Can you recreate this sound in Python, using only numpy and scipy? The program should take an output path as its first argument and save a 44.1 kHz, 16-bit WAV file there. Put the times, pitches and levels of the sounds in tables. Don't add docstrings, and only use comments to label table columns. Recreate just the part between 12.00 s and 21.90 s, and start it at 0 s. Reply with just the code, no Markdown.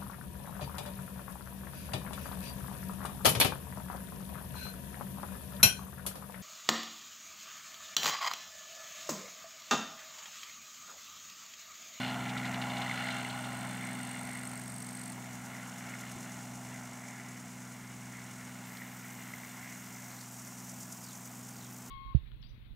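import sys
import numpy as np
from scipy import signal
from scipy.fft import rfft, irfft, next_fast_len
from scipy.io import wavfile
from scipy.ndimage import map_coordinates

SR = 44100
rng = np.random.default_rng(int(sys.argv[2]) if len(sys.argv) > 2 else 0)


def invert_db(x):
    u = np.asarray(x, float) / 20
    return 10 ** u


def unload_audio(sound):
    columns = np.transpose(np.atleast_2d(sound))
    steps = np.round(np.clip(columns, -1, 1) * 32767)
    wavfile.write(sys.argv[1], SR, steps.astype(np.int16))


N = 436575
TIME = np.arange(N) / SR


def in_time(rows):
    s, *columns = np.transpose(rows)
    return [np.interp(TIME, s, c) for c in columns]


def rms_one(x):
    return x / np.sqrt(np.mean(x ** 2) + 1e-20)


def band(x, low_hz, high_hz, order=2):
    edges_hz = [low_hz, min(high_hz, .45 * SR)]
    return signal.sosfilt(signal.butter(order, edges_hz, "band", fs=SR, output="sos"), x)


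def band_noise(low_hz, high_hz):
    return rms_one(band(rng.standard_normal(N), low_hz, high_hz))


def coloured(spectrum):
    hz, level_db = np.transpose(spectrum)
    size = next_fast_len(N)
    log_hz = np.log(np.arange(size // 2 + 1) * SR / size + 1)
    shape = invert_db(np.interp(log_hz, np.log(hz), level_db, left=-80, right=-80))
    return rms_one(irfft(rfft(rng.standard_normal(size)) * shape, size)[:N])


def drift(points_per_s):
    points = rng.standard_normal(1200)
    return map_coordinates(points, [TIME * points_per_s], order=3, mode="wrap")


def resonate(x, modes):
    out = 0
    for k, (hz, width_hz, level_db) in enumerate(modes):
        r = np.exp(-np.pi * width_hz / SR)
        poles = [1, -2 * r * np.cos(2 * np.pi * hz / SR), r * r]
        zeros = [(1 - r * r) / 2, 0, (r * r - 1) / 2]
        out = out + (-1) ** k * invert_db(level_db) * signal.lfilter(zeros, poles, x)
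    return out


def throb(turns, sharp, uneven_db):
    sizes = invert_db(uneven_db * rng.standard_normal(2000))
    size = sizes[np.floor(turns + .5).astype(int) % len(sizes)]
    return size * np.exp(sharp * (np.cos(2 * np.pi * turns) - 1))


def bursts(events, rise_s, fall_s):
    out = np.zeros(N)
    for s, peak_db in events:
        span = slice(int(s * SR), int((s + .1) * SR))
        t = np.clip(TIME[span] - s, 0, None)
        out[span] += invert_db(peak_db) * (1 - np.exp(-t / rise_s)) * np.exp(-t / fall_s)
    return out


# multiple of the engine cycle, dB re the drone when far, dB gained per dB of nearness.
MAIN_ORDERS = [(6, -0.5, 1.0), (9, -2.5, 0.93), (12, -1, 1.24)]
# multiple of the engine cycle, level in dB re the
WEAK_ORDERS_DB = [(3, -28), (4, -34), (7.12, -15), (8, -44), (10, -8.5), (11, -15), (13, -24), (14, -18),
                  (15, -19.5), (16, -28.5), (18, -29), (19, -23.5), (21, -26), (24, -30.5)]
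# multiple of the engine cycle, level in dB re the low rush band.
PIPE_ORDERS_DB = [(30, -21), (33, -17), (36, -17), (39, -10), (47, -21), (51, -21)]


def drone(cycles, levels_db, pipe_db):
    mean_db = sum(levels_db) / 3
    orders = [(row[0], level_db) for row, level_db in zip(MAIN_ORDERS, levels_db)]
    orders += [(k, mean_db + 2.5 + level_db) for k, level_db in WEAK_ORDERS_DB]
    orders += [(k, pipe_db + level_db) for k, level_db in PIPE_ORDERS_DB]
    out = 0
    for k, level_db in orders:
        flip = np.pi * (k % 3) * (k // 3)
        pipe_delay = .85 * (k // 3) ** 2
        phase = 2 * np.pi * k * cycles + flip + pipe_delay + .014 * k * drift(5.0)
        out = out + np.sqrt(2) * invert_db(level_db + .06 * k * drift(8.0)) * np.sin(phase)
    return out


# frequency in Hz, level in dB per Hz.
WASH_COLOUR = [(25, -9), (50, -6), (75, 5), (110, 6), (200, 10), (290, 6.5), (350, 4), (700, -4)]


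def rotor_wash(drone_db):
    return invert_db(0.61 * (drone_db + 58.5) - 63.0) * coloured(WASH_COLOUR)


RUSH_EDGES_HZ = [520, 1200, 1680, 2480, 5000]
# frequency in Hz, width in Hz, level in dB.
RUSH_MODES = [
    [(667, 145, -1.5), (848, 112, 0), (1035, 142, -2)],
    [(1405, 180, 0)],
    [(1653, 165, 5.5), (2167, 420, 3.5)],
    [(2823, 290, 2.5), (3590, 134, -2), (4060, 280, -5), (4750, 74, -22)],
]
# start in seconds, peak in dB.
BACKFIRES = [(0.0338, -29), (0.0972, -33), (0.2603, -31), (0.3521, -33), (0.399, -32), (0.4469, -30),
             (0.5132, -34), (0.7193, -31), (0.8639, -31), (0.8964, -27), (0.9120, -25), (1.039, -31),
             (1.0884, -30), (1.1672, -33), (1.2486, -32), (1.5204, -35), (1.7619, -36), (1.8113, -36),
             (1.8577, -37), (2.0023, -35), (2.1465, -38), (3.5508, -40), (3.9399, -33), (4.0362, -37),
             (6.8192, -34), (7.0454, -39), (7.3372, -34), (7.434, -39), (7.6301, -37)]
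# start in seconds, peak in dB.
SLAPS = [(0.2909, -28), (0.3744, -27), (0.4519, -27), (0.5399, -27), (0.615, -26), (0.698, -29),
         (0.7675, -28), (0.8175, -26), (1.1051, -26), (1.2975, -29), (1.4416, -31.5)]


def rush(cycles, bands_db):
    near_bank = throb(3 * cycles, sharp=3.0, uneven_db=2.5)
    both_banks = throb(6 * cycles, sharp=1.5, uneven_db=3.0)
    puffs = .45 + 1.1 * near_bank + .25 * both_banks
    blades = invert_db(1.0 * np.cos(2 * np.pi * 0.53 * cycles) + 0.2 * drift(6.0))
    white = rng.standard_normal((2, N))
    gate_depths = [0.18, 0.33, 0.56, 0.57]
    out = 0
    for k, level_db in enumerate(bands_db):
        gate = (puffs * blades) ** gate_depths[k] * invert_db(1.08 * drift(12.0))
        rung = resonate(gate * white[k % 2], RUSH_MODES[k])
        out = out + invert_db(level_db + 1.5) * rms_one(band(rung, *RUSH_EDGES_HZ[k:k + 2], order=1))
    pipe_tone = np.sin(2 * np.pi * np.cumsum(2050 + 90.0 * drift(30.0)) / SR)
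    pipe = pipe_tone + .3 * rms_one(band(white[1], 1700, 2450))
    out += invert_db(5.5) * bursts(BACKFIRES, rise_s=.0004, fall_s=.003) * pipe
    slap = resonate(white[0], RUSH_MODES[3][1:3]) + 0.34 * band(white[1], 2000, 4000)
    return out + invert_db(-3.5) * bursts(SLAPS, rise_s=0.002, fall_s=0.007) * rms_one(slap)


def ground(x):
    echo_s, echo_share = 0.001423, 0.16
    return x + echo_share * np.interp(TIME - echo_s, TIME, x)


# time in seconds, rate in Hz.
FIRING_HZ = [(0, 125.25), (1.1, 124.87), (2.3, 124.42), (2.9, 124.0), (3.5, 123.6), (4.9, 123.75),
             (6.5, 123.45), (8.0, 123.3), (9.9, 123.1)]
# time in seconds, drone in dB, rush in dB, brightness in dB as exhaust and wind turn to the ear.
FLIGHT = [(0.0, -44, -41, 2.5), (0.35, -44, -43, -1), (0.62, -44.5, -41, -4.5), (0.98, -45.5, -43, 4.5),
          (1.3, -47.5, -43, -1), (1.62, -47, -45.5, -2.5), (1.85, -47.5, -47.5, 3),
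          (2.25, -48.5, -48, -0.5), (2.8, -49, -54, -0.5), (3.35, -50, -52, 0), (4.05, -50.5, -51, 1),
          (4.65, -51, -52, -2.5), (5.15, -53.5, -53.5, 1.5), (5.6, -52.5, -57, 2.5), (6.5, -52.5, -56.5, 3),
          (7.65, -54.5, -56.5, 6.5), (8.4, -54.5, -58.5, -2.5), (9.9, -54, -58.5, -4)]
# dB re the rush when far, dB gained per dB of nearness, dB per dB of brightness,
# patchiness in dB.
RUSH_BANDS = [(0, 1.0, -0.04, 0.04), (-4, 1.12, 0.58, 1.0), (0.5, 1.0, 1.0, 1.5), (-9.5, 1.4666, 0.97, 1.0)]


def helicopter():
    far_drone_db, far_rush_db = -54, -57
    firing_hz, = in_time(FIRING_HZ)
    drone_db, rush_db, bright_db = in_time(FLIGHT)
    cycles = np.cumsum(firing_hz) / 6 / SR
    drone_near_db, rush_near_db = drone_db - far_drone_db, rush_db - far_rush_db
    levels_db = [far_drone_db + far_db + gain * drone_near_db + 1.2 * drift(4.0)
                 for _, far_db, gain in MAIN_ORDERS]
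    bands_db = [far_rush_db + far_db + gain * rush_near_db + share * bright_db + patchy_db * drift(7.0)
                for far_db, gain, share, patchy_db in RUSH_BANDS]
    pipe_db = rush_db + np.interp(TIME, [1.8, 3.0], [0, -7])
    engine = drone(cycles, levels_db, pipe_db) + rotor_wash(sum(levels_db) / 3)
    return engine + invert_db(-5.0) * ground(rush(cycles, bands_db))


# time in seconds, strokes per second.
STROKES_PER_S = [(1.3, 49.4), (1.8, 49.85), (2.35, 49.85), (2.7, 48.2), (3.0, 47.0)]
# time in seconds, level in dB.
BUZZ_DB = [(.7, -57), (1.25, -50), (1.9, -47), (2.3, -45), (2.95, -44.5)]
# frequency in Hz, width in Hz, level in dB.
WING_MODES = [(4360, 508, -14), (8420, 360, -2.5), (9240, 410, -10), (10500, 480, -12.5),
              (12700, 440, -18.5)]


def grasshopper():
    end_s = 3.134
    (per_s,), (level_db,) = in_time(STROKES_PER_S), in_time(BUZZ_DB)
    turns = np.cumsum(per_s) / SR
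    turns -= np.interp(end_s - .012, TIME, turns)
    stroke = throb(turns, sharp=1.9, uneven_db=1.0)
    tooth_tone = np.sin(2 * np.pi * np.cumsum(8420 + 170 * drift(120.0)) / SR)
    teeth = .6 * rng.standard_normal(N) + .12 * tooth_tone
    singing = np.interp(TIME, [.4, .9, end_s, end_s + .003], [0, 1, 1, 0])
    return invert_db(level_db - 5.5) * singing * rms_one(resonate(stroke * teeth, WING_MODES))


def bush_cricket():
    start_s, start_per_s, slowing_per_s2 = 6.62, 98.2, 2.6
    per_s = start_per_s - slowing_per_s2 * (TIME - start_s)
    level_db = -60.3 + .5 * drift(2.85)
    turns = np.cumsum(per_s * (1 + 0.024 * drift(40.0))) / SR
    since_s = TIME - np.interp(np.round(turns), turns, TIME)
    pitch_hz = 13850 + 170 * rng.standard_normal(1200)[np.round(turns).astype(int)]
    slide = np.sin(2 * np.pi * (pitch_hz * since_s - 4.5e5 * since_s ** 2))
    edge = 0.5 * band_noise(8960, 16000) + 0.24 * band_noise(13700, 15800)
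    tick = rms_one(throb(turns, sharp=8.0, uneven_db=1.5) * (slide + edge))
    return invert_db(level_db) * tick * np.interp(TIME, [start_s, start_s + 0.051], [0, 1])


# first syllable in seconds, last syllable in seconds, syllables per second.
SONGS = [
    (3.24, 4.335, 9.1),
    (4.445, 5.73, 9.35),
    (8.365, 9.495, 8.88),
]
SONG_DB = [-57.5, -60.5, -57]


def songs():
    out = 0
    for (first_s, last_s, per_s), level_db in zip(SONGS, SONG_DB):
        turns = (TIME - first_s) * per_s
        turns = turns - .08 * (np.cos(2 * np.pi * turns) - 1)
        singing = np.interp(TIME, [first_s - .07, first_s - .04, last_s + .02, last_s + .04], [0, 1, 1, 0])
        syllables = throb(np.clip(turns, 0, None), sharp=2.0, uneven_db=1.5) * (turns > 0)
        lead_in = (turns <= 0) * np.exp(turns * 4)
        out = out + invert_db(level_db) * singing * (.3 + syllables + lead_in)
    return out


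# time in seconds, rasp in dB.
CHORUS_DB = [(0, -59.5), (.8, -56), (1.8, -59.5), (3.1, -60), (3.9, -57.5), (4.5, -57), (5.4, -58),
             (5.85, -60), (6.3, -57.5), (6.8, -60), (7.6, -57), (8.3, -55), (8.8, -54.5), (9.3, -58),
             (9.9, -56.5)]
# frequency in Hz, level in dB per Hz.
CHORUS_COLOUR = [(2530, -22), (4300, -15), (4700, -8), (5740, 0.5), (7050, 2.5), (10000, -9.5),
                 (13000, -33), (22000, -120)]


def chorus():
    crowd_edge_db, song_edge_db = -7.5, -1
    crowd = invert_db(in_time(CHORUS_DB)[0] + 0.37 * drift(9.0))
    singer = songs()
    turns = np.cumsum(46.0 + 5.0 * drift(3.0)) / SR
    strokes = .8 + .7 * throb(turns, sharp=2.2, uneven_db=2.5)
    strokes = rms_one(strokes * invert_db(1.2 * drift(110.0)))
    edge = band_noise(7500, 12900)
    rasp_gain = invert_db(1.0) * np.hypot(crowd, singer)
    edge_gain = invert_db(-3.5) * np.hypot(invert_db(crowd_edge_db) * crowd, invert_db(song_edge_db) * singer)
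    return strokes * (rasp_gain * coloured(CHORUS_COLOUR) + edge_gain * edge)


# start in seconds, length in seconds, first pitch in Hz, last pitch in Hz, level in dB.
BIRD = [
    (8.101, 0.042, 4300, 4510, -61),
    (8.18, .045, 4300, 4600, -58),
    (8.99, .15, 5900, 3200, -59),
    (9.53, .16, 5200, 2900, -63),
]


def bird():
    notes_per_s, rising_glide_hz, falling_glide_hz = 42.5, 1964, -250
    out, hoarse = np.zeros(N), band_noise(60, 410)
    for s, length_s, first_hz, last_hz, level_db in BIRD:
        glide_hz = rising_glide_hz if last_hz > first_hz else falling_glide_hz
        t = np.arange(int(length_s * SR)) / SR
        note = t * notes_per_s % 1
        pitch_hz = first_hz + (last_hz - first_hz) * t / length_s + glide_hz * (note - .5)
        shape = np.sin(np.pi * note) ** 2 * np.sin(np.pi * t / length_s) ** 0.33
        start = int(s * SR)
        out[start:start + len(t)] += 2 * invert_db(level_db) * shape * np.sin(2 * np.pi * np.cumsum(pitch_hz) / SR)
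    out = out * (.7 + .7 * hoarse)
    return out + .45 * np.interp(TIME - .037, TIME, out) + .3 * np.interp(TIME - .011, TIME, out)


def handling():
    click_s, click_db = 6.770, -40
    puff_s, puff_db = 4.15, -38
    body = bursts([(click_s, click_db)], rise_s=.0003, fall_s=.003) * band_noise(1800, 7900)
    snap = band(bursts([(click_s + .001, click_db + 11)], rise_s=.00002, fall_s=.00004), 1800, 7000)
    gust, aside = band(rng.standard_normal((2, N)), 80, 348, order=3)
    wind = rms_one(gust) + .2 * rms_one(aside) * [[1], [-1]]
    return body + snap + bursts([(puff_s, puff_db)], rise_s=.015, fall_s=.025) * wind


# frequency in Hz, level in dB per Hz.
AIR_COLOUR = [(300, -8.5), (1000, 9), (2500, 1.5), (4500, -5), (8000, 2), (11000, -7), (13000, -5.5),
              (16500, -8)]
# time in seconds, level in dB.
AIR_DB = [(0, -53), (3, -54), (4.4, -54.5), (5.2, -56.5), (6.5, -54), (9.9, -55.5)]


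def far_air():
    return invert_db(in_time(AIR_DB)[0]) * coloured(AIR_COLOUR)


def scene():
    middle = helicopter() + bush_cricket() + chorus() + bird() + far_air()
    buzz = grasshopper()
    side = invert_db(-19.5) * band(buzz, 8930, 10800)
    return middle + buzz + handling() + side * [[1], [-1]]


def band_limit(x):
    return signal.sosfilt(signal.butter(12, 15970, fs=SR, output="sos"), x)


def record(dry):
    steep = signal.ellip(10, .3, 50, 15740, fs=SR, output="sos")
    return band_limit(signal.sosfilt(steep, dry))


dry = scene()
out = record(dry)
unload_audio(out)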